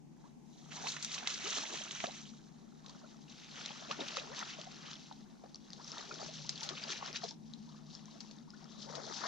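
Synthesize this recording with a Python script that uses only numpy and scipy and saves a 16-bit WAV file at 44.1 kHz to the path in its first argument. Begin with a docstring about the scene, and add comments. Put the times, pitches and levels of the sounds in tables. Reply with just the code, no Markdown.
"""Wading through a pond

Slow strides cross the shallows, first straight ahead, then moving off to the left. Each stride swells
and eases, churning up ringing bubbles and throwing a patter of spray. Splashes, slaps, plunges and the
gulps of closing air pockets stand out; water trickles and drips between them. The bank gives a short
answer, and behind it all a far road hums under a faint breeze."""
import sys
import numpy as np
from scipy import signal
from scipy.fft import rfft, irfft, next_fast_len
from scipy.io import wavfile
from scipy.ndimage import map_coordinates

SR = 44100
rng = np.random.default_rng(int(sys.argv[2]) if len(sys.argv) > 2 else 0)


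def to_wav(sig):
    """Store sig (one row per channel, or 1-D mono) as 16-bit WAV at the path in sys.argv[1].

    Samples outside -1..1 are clipped; the rate is SR.
    """
    pcm = np.clip(np.atleast_2d(sig), -1, 1) * 32767
    pcm = np.round(pcm).astype(np.int16)
    wavfile.write(sys.argv[1], SR, pcm.T)  # frames by channels


N = 408807

# Cue levels are faders, set ahead of each layer's own trim and EQ; t60 is the time to die by 60 dB.
# a leg pushing through the water: start t/s, hardest push t/s, end t/s, spray level/dB,
# coarse over fine spray/dB, churn level/dB, shallow over deep churn/dB
STRIDES = [(0.714, 1.518, 2.21, -48, 6, -58, 7), (3.49, 4.107, 4.88, -52.5, 6.5, -58, 7.5),
           (5.92, 6.867, 7.263, -52.5, 1.5, -64.5, -3.5), (8.89, 9.27, 9.27, -49.5, -13, -54, 9)]
# water running off and lapping between strides: start t/s, end t/s, spray level/dB, churn level/dB
TRICKLES = [(0.227, 0.27, -77.5, -72), (0.6, 0.705, -66.5, -72), (2.19, 2.317, -63, -70),
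            (2.347, 2.845, -77, -71.5), (2.886, 3.092, -65, -66), (3.175, 3.47, -70, -70),
            (4.973, 5.13, -64.5, -71), (5.2, 5.556, -74, -72.5), (5.708, 5.894, -63.5, -65),
            (7.496, 7.82, -68, -72), (7.902, 8.36, -66.5, -68), (8.59, 8.83, -66, -66)]
# sheets of water thrown up and falling back: t/s, length/s, level/dB, coarse over fine spray/dB
SPLASHES = [(0.726, 0.017, -59, 16), (0.897, 0.064, -47, -6), (1.148, 0.013, -46, -12),
            (1.285, 0.039, -53, 11.5), (1.457, 0.037, -46, 7), (1.57, 0.051, -49, 0),
            (1.757, 0.1, -52, 7.5), (1.985, 0.075, -62, 13), (2.032, 0.039, -60, 9),
            (3.58, 0.36, -58.5, 5.5), (3.652, 0.032, -53, 5.5), (3.921, 0.03, -49, 6),
            (4.017, 0.025, -52, 12), (4.073, 0.042, -50.5, 6), (4.388, 0.059, -49, 4.5),
            (4.515, 0.066, -52.5, 7.5), (4.902, 0.12, -58, 8.5), (5.978, 0.13, -51.5, -1),
            (6.23, 0.17, -55.5, 0), (6.639, 0.053, -50.5, 5.5),  (6.777, 0.016, -53.5, 15.5),
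            (6.846, 0.041, -60.5, 16.5), (6.901, 0.032, -45.5, 2), (6.923, 0.026, -49, 8),
            (6.975, 0.035, -50.5, 9), (7.055, 0.054, -53.5, 11.5), (7.156, 0.025, -44.5, 8),
            (7.263, 0.052, -50.5, -3), (7.946, 0.045, -59, -20), (8.833, 0.094, -55, -10),
            (9.28, 0.24, -61, 6)]
# waves folding into a cloud of bubbles: t/s, length/s, level/dB, shallow over deep churn/dB
SLOSHES = [(0.772, 0.049, -55, 18.5), (0.843, 0.057, -50, -1), (1.248, 0.09, -56.5, 14),
           (1.468, 0.038, -51.5, 15), (1.576, 0.042, -49, 4), (1.74, 0.13, -52.5, -4.5),
           (3.625, 0.092, -59.5, 3), (3.899, 0.012, -49, -8), (4.003, 0.028, -52, -21),
           (4.21, 0.15, -59, -8.5), (4.334, 0.095, -57.5, 12), (4.415, 0.02, -46.5, 10),
           (4.892, 0.064, -63, 19), (5.972, 0.088, -56, 13), (6.123, 0.056, -54.5, -13),
           (6.215, 0.053, -51, 1), (6.687, 0.087, -56.5, 14.5), (6.876, 0.07, -51, 3),
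           (7.076, 0.14, -55, 7), (7.246, 0.044, -56.5, 10), (8.982, 0.16, -53, -7.5),
           (9.262, 0.12, -53, 22)]
# tongues of water slapping the surface: t/s, level/dB, f/Hz, splatter t60/s
SLAPS = [(0.869, -19, 2380, 0.063), (1.025, -25.5, 4600, 0.085), (1.046, -21.5, 5560, 0.025),
         (1.179, -24, 2720, 0.15), (1.2722, -14, 3620, 0.026), (1.584, -27, 4370, 0.022),
         (1.909, -22, 3500, 0.024), (2.002, -18.5, 2160, 0.062), (2.068, -24, 3650, 0.0058),
         (2.8612, -35, 3700, 0.027), (2.8945, -37, 4500, 0.022), (3.659, -23, 3800, 0.018),
         (3.911, -17, 2800, 0.042), (4.083, -24, 3460, 0.03), (4.106, -28, 3000, 0.018),
         (4.169, -22, 3900, 0.022), (4.3905, -26.5, 6100, 0.013), (4.6132, -31.5, 4200, 0.01),
         (4.8805, -40, 4000, 0.016), (4.931, -30.5, 3440, 0.023), (6.492, -19.5, 4900, 0.036),
         (6.6302, -24, 4230, 0.13), (6.689, -19.5, 3620, 0.048), (7.157, -27, 4360, 0.029),
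         (7.2385, -27, 4320, 0.04), (8.204, -33, 4540, 0.075), (8.3108, -37.5, 4200, 0.042),
         (8.952, -28.5, 3950, 0.085)]
# air pockets closing: t/s, level/dB, starting f/Hz, t60/s, share by which the pitch climbs within t60
GULPS = [(.238, -52, 798, 0.081, 1.2), (.838, -40.5, 716, 0.067, 0.79), (1.439, -38, 325, 0.14, 1.47),
         (1.634, -35, 810, 0.029, 0.53), (1.728, -39, 329, 0.047, 0.38), (1.952, -41.5, 1420, 0.038, .2),
         (2.039, -29.5, 656, 0.03, 0.25), (2.072, -39.5, 468, 0.071, 2.1), (2.843, -55, 986, 0.059, 1.05),
         (2.891, -52.5, 880, 0.064, 1.1), (3.035, -49, 586, 0.053, 0.35), (3.04, -53.5, 1345, 0.045, 0.23),
         (3.705, -38.5, 830, 0.02, .2), (3.822, -45.5, 660, 0.023, .1), (3.905, -38.5, 475, 0.038, 0.37),
         (3.909, -29, 990, 0.033, 1.23), (3.986, -42, 265, .075, 1), (4.011, -40, 209, 0.052, 2.4),
         (4.022, -41, 535, 0.064, 0.24), (4.176, -38, 504, 0.063, 0.15), (4.215, -44, 572, .05, 0.35),
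         (4.29, -45.5, 389, .17, 2.14), (4.412, -41, 895, 0.029, 0.38), (4.586, -41, 556, 0.035, .5),
         (4.668, -42, 662, 0.037, 0.56), (5.112, -41.5, 844, 0.023, 0.11), (5.437, -39, 597, 0.019, 0.58),
         (5.797, -44.5, 873, 0.031, 0.71), (6.111, -34, 1320, 0.023, 0.27), (6.118, -42.5, 390, 0.05, 0.52),
         (6.195, -43, 581, 0.093, 1.23), (6.284, -41, 593, 0.058, 0.33), (6.445, -49, 845, 0.048, 0.71),
         (6.617, -43.5, 850, .045, 0.36), (6.702, -47, 447, 0.047, 2.3), (6.707, -41, 339, 0.06, 0.38),
         (7.081, -43, 1044, 0.022, 0.39), (7.099, -43.5, 303, 0.031, 1.7),
         (7.234, -35.5, 674, 0.035, 0.091), (7.242, -40.5, 433, 0.059, 0.48), (7.311, -47, 870, .025, .1),
         (7.674, -56, 950, .07, .1), (7.745, -47.5, 1110, 0.016, .2), (8.082, -52, 1010, 0.033, .1),
         (8.152, -53, 634, 0.052, 0.32), (8.209, -51, 920, 0.024, .1), (8.475, -56, 900, 0.041, 0.56),
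         (8.534, -52, 1300, 0.051, 0.91), (8.897, -41, 520, 0.04, 0.23), (8.932, -39.5, 563, .035, 0.22),
         (8.976, -39.5, 462, 0.071, 0.55), (9.237, -38.5, 1450, 0.07, 0.54)]
# blunt blows pushing a cavity into the water: t/s, level/dB, f/Hz, thump level/dB
PLUNGES = [(.868, -32.5, 1050, -55), (0.966, -29, 1450, -54), (1.272, -27.5, 2100, -59),
           (1.462, -44, 1290, -39), (2.0403, -27.5, 680, -27.5), (2.0422, -28.5, 1690, -45),
           (3.9116, -44, 990, -38), (4.011, -33, 564, -40), (4.106, -37.5, 890, -52),
           (4.169, -26.5, 1230, -48), (4.427, -31, 1320, -51), (5.112, -41, 930, -55),
           (5.439, -40.5, 640, -58), (7.026, -30.5, 1010, -50), (7.237, -40, 720, -50),
           (8.312, -47, 560, -56), (9.238, -29.5, 1100, -50)]
# single drops: t/s, level/dB, nominal f/Hz, t60/s
DRIPS = [(1.8168, -41.5, 3280, .03), (1.8377, -41.5, 6470, .016), (1.918, -42.5, 6700, .02),
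         (2.2544, -48, 3270, 0.012), (4.7655, -48, 4480, .008), (4.939, -46, 5400, .01),
         (4.955, -45, 3470, 0.014), (5.1257, -46.5, 3800, 0.0034), (5.545, -41, 4660, 0.01),
         (5.557, -43.5, 5700, 0.0056), (5.704, -43, 5140, 0.0051), (5.7323, -37.5, 4040, 0.0027),
         (5.844, -44.5, 5200, 0.013), (5.918, -37, 5150, 0.004), (5.982, -38.5, 3820, 0.0087),
         (6.5578, -38.5, 4550, 0.0072), (6.578, -38.5, 3400, 0.0086), (6.608, -39, 5630, 0.005),
         (6.838, -35.5, 5000, 0.013), (7.06, -40.5, 5230, 0.013), (7.0755, -39.5, 3550, 0.0095),
         (7.1289, -35.5, 4650, 0.0036), (7.289, -41.5, 5400, .013), (7.3093, -40, 5750, 0.0049),
         (7.5364, -40.5, 3940, .0068), (7.9508, -40.5, 5350, .0069), (8.056, -46, 5820, 0.0049),
         (8.3857, -54.5, 3840, 0.014), (8.504, -46, 4940, 0.0062), (8.642, -51, 5300, 0.0067),
         (9.126, -42, 5190, 0.0058)]
# thin, hissing jets: start t/s, length/s, level/dB, first f/Hz, last f/Hz
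SWISHES = [(3.247, 0.44, -70.5, 3730, 5560), (7.879, 0.32, -72, 4850, 2950), (8.647, 0.23, -66, 3000, 4830)]
# the finest spray after a hard splash: t/s, length/s, level/dB
SPARKLES = [(.885, .045, -70), (4.073, .06, -81), (4.414, 0.047, -81), (6.638, .03, -70), (6.938, .09, -80),
            (7.144, 0.044, -77), (9.27, 0.089, -79)]

# EQ of spray and drips: f/Hz, level/dB
SPRAY_EQ = [(300, -32.5), (900, -20), (1900, -16), (2600, -8.5), (3800, -0.5), (5000, -0.5), (5900, 3),
            (7300, -7), (8300, -24), (9500, -35), (10300, -45), (13000, -48.5), (16000, -49)]
# EQ of the churning water: f/Hz, level/dB
CHURN_EQ = [(120, 0), (300, -5.5), (600, -1), (1200, 2.5), (1900, -1), (3000, -14), (8000, -81)]
# EQ of the slaps: f/Hz, level/dB
SLAP_EQ = [(200, -14.5), (1200, -5.5), (3000, 1), (6000, 8.5), (7400, 4), (8400, -12), (9600, -11),
           (10500, -25), (13000, -7), (16000, -24)]
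# the wader's path: t/s, position (0 ahead, 1 left), extra lean to the left/dB
PATH = [(0, 0, 0), (2, 0, 0), (3.4, .7, 0), (4.4, .75, -.5), (6, .85, 0), (7.2, .95, 0), (8, 1, 1.2),
        (8.9, 1, 3)]
# stereo image straight ahead: f/Hz, level/dB, left over right/dB, phase lead of the left/rad
IMAGE_AHEAD = [(300, 0, 6, -.8), (550, 0, 3, -1.5), (870, 0, -3.5, -1.6), (1500, 0, -4.5, -.7),
               (2550, 1, -5, -.7), (4000, 1.2, -1, -.5), (5050, -5, 1, -1.4), (6000, .5, 2.5, -1.4),
               (7500, 3, 4.5, -1.5), (9500, 7, 2, -1.2)]
# stereo image off to the left: f/Hz, level/dB, left over right/dB, phase lead of the left/rad
IMAGE_LEFT = [(300, 0, 6.5, -.8), (550, 0, 5, -1.4), (870, 0, 2, -1.6), (1500, 0, 2.5, -.7),
              (2550, -1, 1.5, -.7), (4400, 1, 4.3, 0), (7500, -2, 4, .7), (9500, -4, 2, .4)]
# stereo width of spray and churn: f/Hz, left-right correlation
WATER_LIKENESS = [(150, 0.63), (500, 0.64), (1000, 0.46), (4500, 1), (7000, 0.32), (10000, 0.2)]
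# decay of the bank's answer: f/Hz, t60/s
BANK_DECAY = [(200, 0.023), (2000, 0.29), (10000, 0.11)]

# EQ of the road's rumble: f/Hz, level/dB
RUMBLE_EQ = [(25, -20), (60, -15), (110, -20.5), (128, -20), (142, -1.5), (180, -1.5), (235, 3),
             (265, -4.5), (310, -7), (400, -14), (550, -24), (1200, -70.5)]
# fader ride of the lower engine drone: t/s, level/dB
LOW_DRONE_RIDE = [(0, -63.5), (0.45, -71.5), (0.85, -61.5), (1.65, -79.5), (2.4, -64), (3.0, -71),
                  (4.8, -65), (5.4, -74.5), (6.1, -66), (6.38, -54), (6.75, -65.5), (7.05, -62.5),
                  (7.8, -62), (8.2, -68), (8.7, -68.5), (9.0, -58.5), (9.27, -77)]
# fader ride of the higher engine drone: t/s, level/dB
HIGH_DRONE_RIDE = [(0, -81), (0.5, -65), (1.6, -91), (2.2, -58.5), (3.0, -69.5), (4.7, -72), (5.3, -67),
                   (6.0, -70), (7.0, -74), (7.4, -57.5), (7.65, -53.5), (8.0, -64), (8.3, -58.5),
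                   (9.27, -67.5)]
# EQ of the breeze: f/Hz, level/dB
BREEZE_EQ = [(300, -25.5), (550, -7), (820, 3), (1300, -15.5), (2200, -14.5), (4000, -19.5), (6500, -13),
             (8300, -24), (12500, -30.5), (15500, -47)]

SURGE_LEAD_S = .3  # run-up to the peak of a surge


def wading(spray_db=1, churn_db=-2, bank_db=-13, low_cut_hz=195):
    """The water sounds, thinned of deep bass, come from one spot that drifts to the left."""
    fine, coarse, deep, shallow = flow()
    source = amp(spray_db) * spray(fine, coarse) + amp(churn_db) * churn(deep, shallow)
    source = source + swishes() + slaps() + plunges() + drips() + gulps()
    source = signal.lfilter(*signal.butter(2, low_cut_hz, "highpass", fs=SR), source)
    position, lean_db = curves(PATH)
    ahead = heard_from(IMAGE_AHEAD, source)
    left = panned(heard_from(IMAGE_LEFT, source), lean_db)
    direct = (1 - position) * ahead + position * left
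    return direct + amp(bank_db) * bank(direct) + sparkles()


def flow():
    """Strides, trickles, splashes and sloshes drive the gains of the spray and churn layers."""
    t, power = np.arange(N) / SR, np.zeros((4, N))
    sag_db = np.array([[8], [10], [5], [5]])  # each layer's drop from hardest push to a stride's ends
    for start, push, end, *levels in STRIDES:
        slack = np.interp(t, [start, push, end], [1, 0, 1])
        stride_db = gate(start, end, attack_s=.011, release_s=.14) - sag_db * slack
        power += layer_powers(*levels) * amp(stride_db) ** 2
    for start, end, spray_db, churn_db in TRICKLES:
        trickle = amp(gate(start, end, attack_s=.29, release_s=.28))
        power += layer_powers(spray_db, coarse_db=-2.5, churn_db=churn_db, shallow_db=4) * trickle ** 2
    for s, length, db, coarse_db in SPLASHES:
        splash = layer_powers(spray_db=db, coarse_db=coarse_db)[:2] * surge(length)
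        add(power[:2], s - SURGE_LEAD_S, splash)
    for s, length, db, shallow_db in SLOSHES:
        slosh = layer_powers(churn_db=db, shallow_db=shallow_db)[2:] * surge(length)
        add(power[2:], s - SURGE_LEAD_S, slosh)
    return np.sqrt(power)


def layer_powers(spray_db=0, coarse_db=0, churn_db=0, shallow_db=0):
    """Powers of fine spray, coarse spray, deep churn and shallow churn."""
    tilt_db = shallow_db / 2
    return amp([[spray_db], [spray_db + coarse_db], [churn_db - tilt_db], [churn_db + tilt_db]]) ** 2


def spray(fine_gain, coarse_gain, ping_db=-7, tick_db=-18, split_hz=3100, flutter_db=1.92, sway_db=1.77):
    """Falling droplets patter and tick over a fine mist; a few ring briefly, coarse ones sound lower."""
    patter = swarm(1200, 9000, cycles=7, rise=.1, scatter_db=2.3, count=17000, samples=160)
    pings = swarm(1500, 7000, cycles=40, rise=.08, scatter_db=3.1, count=1700, samples=1000)
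    ticks = swarm(2800, 7000, cycles=9, rise=.1, scatter_db=2, count=420, samples=200)
    mist = rng.standard_normal((2, N))
    fizz = patter + amp(ping_db) * pings + amp(tick_db) * ticks + mist
    fizz = spread(coloured(fizz, SPRAY_EQ), WATER_LIKENESS)
    lows = filtered(fizz, lambda hz: 1 / (1 + (hz / split_hz) ** 10))
    fine = fine_gain * (fizz - lows) * amp(flutter_db * wobble(90))
    coarse = coarse_gain * lows * amp(flutter_db * wobble(90))
    return (fine + coarse) * amp(sway_db * wobble(22))


def churn(deep_gain, shallow_gain, wash_db=1, split_hz=850, sway_db=1.9):
    """Larger bubbles gurgle in the wash; shallow stirring makes smaller, higher ones."""
    gurgle = swarm(260, 2000, cycles=10, rise=.35, scatter_db=1.8, count=3300, samples=1500)
    wash = amp(wash_db) * rng.standard_normal((2, N))
    mix = spread(coloured(gurgle + wash, CHURN_EQ), WATER_LIKENESS)
    lows = filtered(mix, lambda hz: 1 / (1 + (hz / split_hz) ** 4))
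    deep = deep_gain * lows * amp(sway_db * wobble(25))
    shallow = shallow_gain * (mix - lows) * amp(sway_db * wobble(25))
    return deep + shallow


def slaps(trim_db=-9, splatter_db=-13, burst_t60=.029, brightness=1.64):
    """Water cracks on the surface, bursts and splatters; a broad, low slap has little treble."""
    track, t = np.zeros((2, N)), np.arange(SR // 12) / SR
    for s, db, hz, t60 in SLAPS:
        noise = rng.standard_normal((3, len(t)))
        sides, centre = noise[:2], noise[2]
        crack = peak_one(bubble(t, hz, t60=.0034, rise=.02, attack_s=.000088))
        burst = .09 * centre * amp(-60 * t / burst_t60)
        splatter = (1.4 * centre + 2.3 * sides) * amp(splatter_db - 60 * t / t60)
        lowpass = signal.butter(4, brightness * hz, fs=SR)
        add(track, s + .001062, amp(db + trim_db) * signal.lfilter(*lowpass, crack + burst + splatter))
    return coloured(track, SLAP_EQ)


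def gulps(big_db=-6, small_db=-15, quiver_per_s=170, quiver_cycles=.16, throb_db=2.2, shed_s=.023):
    """A cavity closes into one big bubble that swells, glides up, quivers and sheds five small ones."""
    track, t = np.zeros(N), np.arange(SR // 5) / SR
    quiver, throb = wobble(quiver_per_s), wobble(quiver_per_s)  # unsteady shape sways phase and level
    for s, db, hz, t60, rise in GULPS:
        span = (round(s * SR) + np.arange(len(t))) % N
        shift_s = quiver_cycles * np.minimum(2 * t / t60, 1) * quiver[span] / hz
        big = peak_one(bubble(np.abs(t + shift_s), hz, t60, rise, attack_s=.16 * t60))
        add(track, s, amp(db + big_db + throb_db * throb[span]) * big)
        for delay, pitch, life in rng.random((5, 3)):
            small_hz = hz * 2 ** (1.9 * pitch - .9)  # within an octave either way
            small = bubble(t, small_hz, t60=.038 * (.5 + life), rise=.18, attack_s=.00069)
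            add(track, s + shed_s * delay ** 2, amp(db + small_db) * small)
    return track


def plunges(ring_t60=.014, froth_t60=.028, froth_gain=.25, swell_s=.0025):
    """A blunt blow: a low thump and a few swings of pressure inside a dull burst of froth."""
    track, t = np.zeros(N), np.arange(SR // 20) / SR
    for s, db, hz, thump_db in PLUNGES:
        band = signal.butter(3, [hz / 2, hz * 2], "bandpass", fs=SR)
        froth = rms_one(signal.lfilter(*band, rng.standard_normal(len(t))))
        envelope = np.minimum(t / swell_s, 1) * amp(-60 * np.maximum(t - swell_s, 0) / froth_t60)
        ring = bubble(t, hz, ring_t60, rise=.081, attack_s=1 / hz)
        thump = bubble(t, hz=190, t60=.022, rise=0, attack_s=.00056)
        add(track, s - swell_s / 2, amp(db) * froth_gain * froth * envelope)
        add(track, s, amp(db - 3.5) * ring + amp(thump_db) * thump)
    return track


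def drips(trim_db=2.5, detune=.951, max_rise=1.02, tick_t60=.0086):
    """A drop ticks on the surface and traps a tiny bubble; some chirp upwards, others hardly glide."""
    track, t = np.zeros(N), np.arange(SR // 25) / SR
    for s, db, hz, t60 in DRIPS:
        chirp = peak_one(bubble(t, detune * hz, t60, max_rise * rng.random() ** 2, attack_s=.00046))
        tick = rng.standard_normal(len(t)) * amp(-60 * t / tick_t60)
        add(track, s, amp(db + trim_db) * (chirp + tick))
    return coloured(track[None], SPRAY_EQ)


def swishes(width=.08):
    """A narrow hiss slides in pitch as its jet thins or thickens."""
    track = np.zeros(N)
    for s, length, db, first_hz, last_hz in SWISHES:
        progress = np.linspace(0, 1, int(length * SR))
        phase = 2 * np.pi * np.cumsum(first_hz * (last_hz / first_hz) ** progress) / SR
        noise = rng.standard_normal((2, SR))[:, :len(progress)]
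        slow = signal.lfilter(*signal.butter(2, width * first_hz, fs=SR), noise)
        hiss = rms_one(slow[0] * np.cos(phase) + slow[1] * np.sin(phase))
        arch = np.sqrt(np.abs(np.sin(np.pi * progress)))
        add(track, s, amp(db) * hiss * arch)
    return track


def sparkles():
    """Brief showers of the tiniest droplets, different on each side."""
    power = np.zeros(N)
    for s, length, db in SPARKLES:
        add(power, s - SURGE_LEAD_S, amp(db) ** 2 * surge(length))
    return np.sqrt(power) * swarm(7000, 13000, cycles=22, rise=0, scatter_db=3, count=14000, samples=64)


def bank(x):
    """The shore throws back a short, diffuse tail that lasts longest in the mids."""
    hz, t, noise = signal.stft(rng.standard_normal((2, SR // 3)), SR, nperseg=256)
    decay = amp(-60 * t / along(BANK_DECAY, hz)[:, None])
    tail = signal.istft(noise * decay, SR, nperseg=256)[1]
    return signal.fftconvolve(x, tail / np.linalg.norm(tail[0]), axes=1)[:, :N]


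def road(rumble_db=-60.5, low_trim_db=1):
    """Far traffic: a steady low rumble with two engine drones that swell and fade."""
    (low_db,), (high_db,) = curves(LOW_DRONE_RIDE), curves(HIGH_DRONE_RIDE)
    rumble = spread(coloured(rng.standard_normal((2, N)), RUMBLE_EQ), likeness=[(40, .51), (200, .078)])
    low = amp(low_db + low_trim_db) * drone(centre_hz=152.2, width_hz=9)
    high = amp(high_db) * drone(centre_hz=215.5, width_hz=11.3)
    return panned(amp(rumble_db) * rumble + low + high, lean_db=5)


def drone(centre_hz, width_hz, steadiness=.34):
    """A fuzzy, distant engine tone: a wavering band of noise with its level partly evened out."""
    band = filtered(rng.standard_normal((2, N)), lambda hz: 1 / (1 + ((hz - centre_hz) / width_hz) ** 2))
    envelope = np.abs(signal.hilbert(band, next_fast_len(N)))[:, :N]
    return spread(band / envelope ** steadiness, likeness=[(150, .63)])


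def breeze(level_db=-73):
    """Faint air moves over the open water in a wide, gently wavering hiss."""
    hiss = spread(coloured(rng.standard_normal((2, N)), BREEZE_EQ), likeness=[(500, .048), (5000, .022)])
    return panned(hiss, lean_db=1) * amp(level_db + wobble(3.15))


def bubble(t, hz, t60, rise, attack_s):
    """A ringing air pocket; its pitch climbs as it nears the surface."""
    phase = 2 * np.pi * hz * t * (1 + rise * t / t60 / 2)
    return np.sin(phase) * amp(-60 * t / t60) * (1 - np.exp(-t / attack_s))


def swarm(low_hz, high_hz, cycles, rise, scatter_db, count, samples):
    """Two unrelated channels of bubbles, random in moment, pitch and strength, each at rms 1."""
    pair, age = [], np.arange(samples)
    for _ in range(2):
        when, pitch, life, strength = rng.random((count, 4)).T[:, :, None]
        hz = low_hz * (high_hz / low_hz) ** pitch
        gain = amp(-scatter_db * np.log(strength + .02))  # many quiet ones, a few loud
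        rings = gain * bubble(age / SR, hz, cycles * (.5 + life) / hz, rise, attack_s=2 / hz)
        slots = (when * N).astype(int) + age
        pair.append(rms_one(np.bincount(slots.ravel(), rings.ravel(), N)[:N]))
    return np.array(pair)


def gate(start, end, attack_s, release_s):
    """A fader in dB: 0 from start to end, 30 lower attack_s before and release_s after."""
    t = np.arange(N) / SR
    return -30 * (np.maximum(start - t, 0) / attack_s + np.maximum(t - end, 0) / release_s)


def surge(length, tail=1.08):
    """Power of a brief surge that dies a little more slowly than it grows."""
    t = np.arange(SR) / SR - SURGE_LEAD_S
    slope_s = length / 2 * np.where(t > 0, tail, 1)
    return 1 / np.cosh(np.minimum(np.abs(t) / slope_s, 20)) ** 2


def wobble(rate):
    """A smooth random curve, rate knots a second."""
    return map_coordinates(rng.standard_normal(4096), [np.arange(N) * rate / SR], mode="wrap")


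def heard_from(image, x):
    """Places a sound by shading and delaying each band differently on the left and the right."""
    rows, sides = np.array(image), np.array([[.5], [-.5]])

    def response(hz):
        gain_db, lean_db, lead = (along(np.c_[rows[:, 0], column], hz) for column in rows.T[1:])
        pair = amp(sides * lean_db) * np.exp(1j * sides * lead)
        return amp(gain_db) * pair / np.abs(pair.mean(axis=0))
    return filtered(x, response)


def spread(pair, likeness):
    """Two unrelated signals become left and right, as alike as the (f/Hz, correlation) points say."""
    def mid_and_side(hz):
        angle = np.arccos(along(likeness, hz)) / 2
        return np.array([np.cos(angle), np.sin(angle)])
    mid, side = filtered(pair, mid_and_side)
    return np.array([mid + side, mid - side]) / np.std(mid)


def panned(x, lean_db):
    """Louder on the left by lean_db."""
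    return x * amp(np.array([[.5], [-.5]]) * lean_db)


def coloured(x, eq, taps=4096):
    """A minimum-phase EQ through (f/Hz, level/dB) points, so nothing rings ahead of a hit."""
    cepstrum = irfft(np.log(amp(along(eq, np.fft.rfftfreq(taps, 1 / SR)))))
    cepstrum[1:taps // 2] *= 2
    cepstrum[taps // 2 + 1:] = 0
    impulse = irfft(np.exp(rfft(cepstrum)))
    return signal.oaconvolve(x, impulse[None], axes=1)[:, :N]


def filtered(x, response):
    """x through a complex frequency response."""
    size = next_fast_len(N + SR // 4)
    return irfft(rfft(x, size) * response(np.fft.rfftfreq(size, 1 / SR)), size)[..., :N]


def along(points, hz):
    """Reads (f/Hz, value) points on a log frequency axis."""
    knots_hz, values = np.transpose(points)
    return np.interp(np.log(hz + 1), np.log(knots_hz + 1), values)


def curves(rows):
    """One automation curve for each column after the time."""
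    times, *columns = np.transpose(rows)
    return [np.interp(np.arange(N) / SR, times, column) for column in columns]


def add(track, s, sound):
    """Mixes a sound into a track at s seconds."""
    part = track[..., max(round(s * SR), 0):][..., :sound.shape[-1]]
    part += sound[..., :part.shape[-1]]


def amp(db):
    """Decibels to gain."""
    return 10 ** (np.asarray(db) / 20)


def rms_one(x):
    """Scaled to rms 1."""
    return x / np.sqrt(np.mean(x ** 2) + 1e-20)


def peak_one(x):
    """Scaled to peak 1."""
    return x / np.abs(x).max()


def scene():
    """Wading in front, road and breeze behind."""
    return wading() + road() + breeze()


def record(dry, top_hz=15600):
    """A brick-wall high cut takes off the very top."""
    return filtered(dry, lambda hz: hz < top_hz)


dry = scene()
out = record(dry)
to_wav(out)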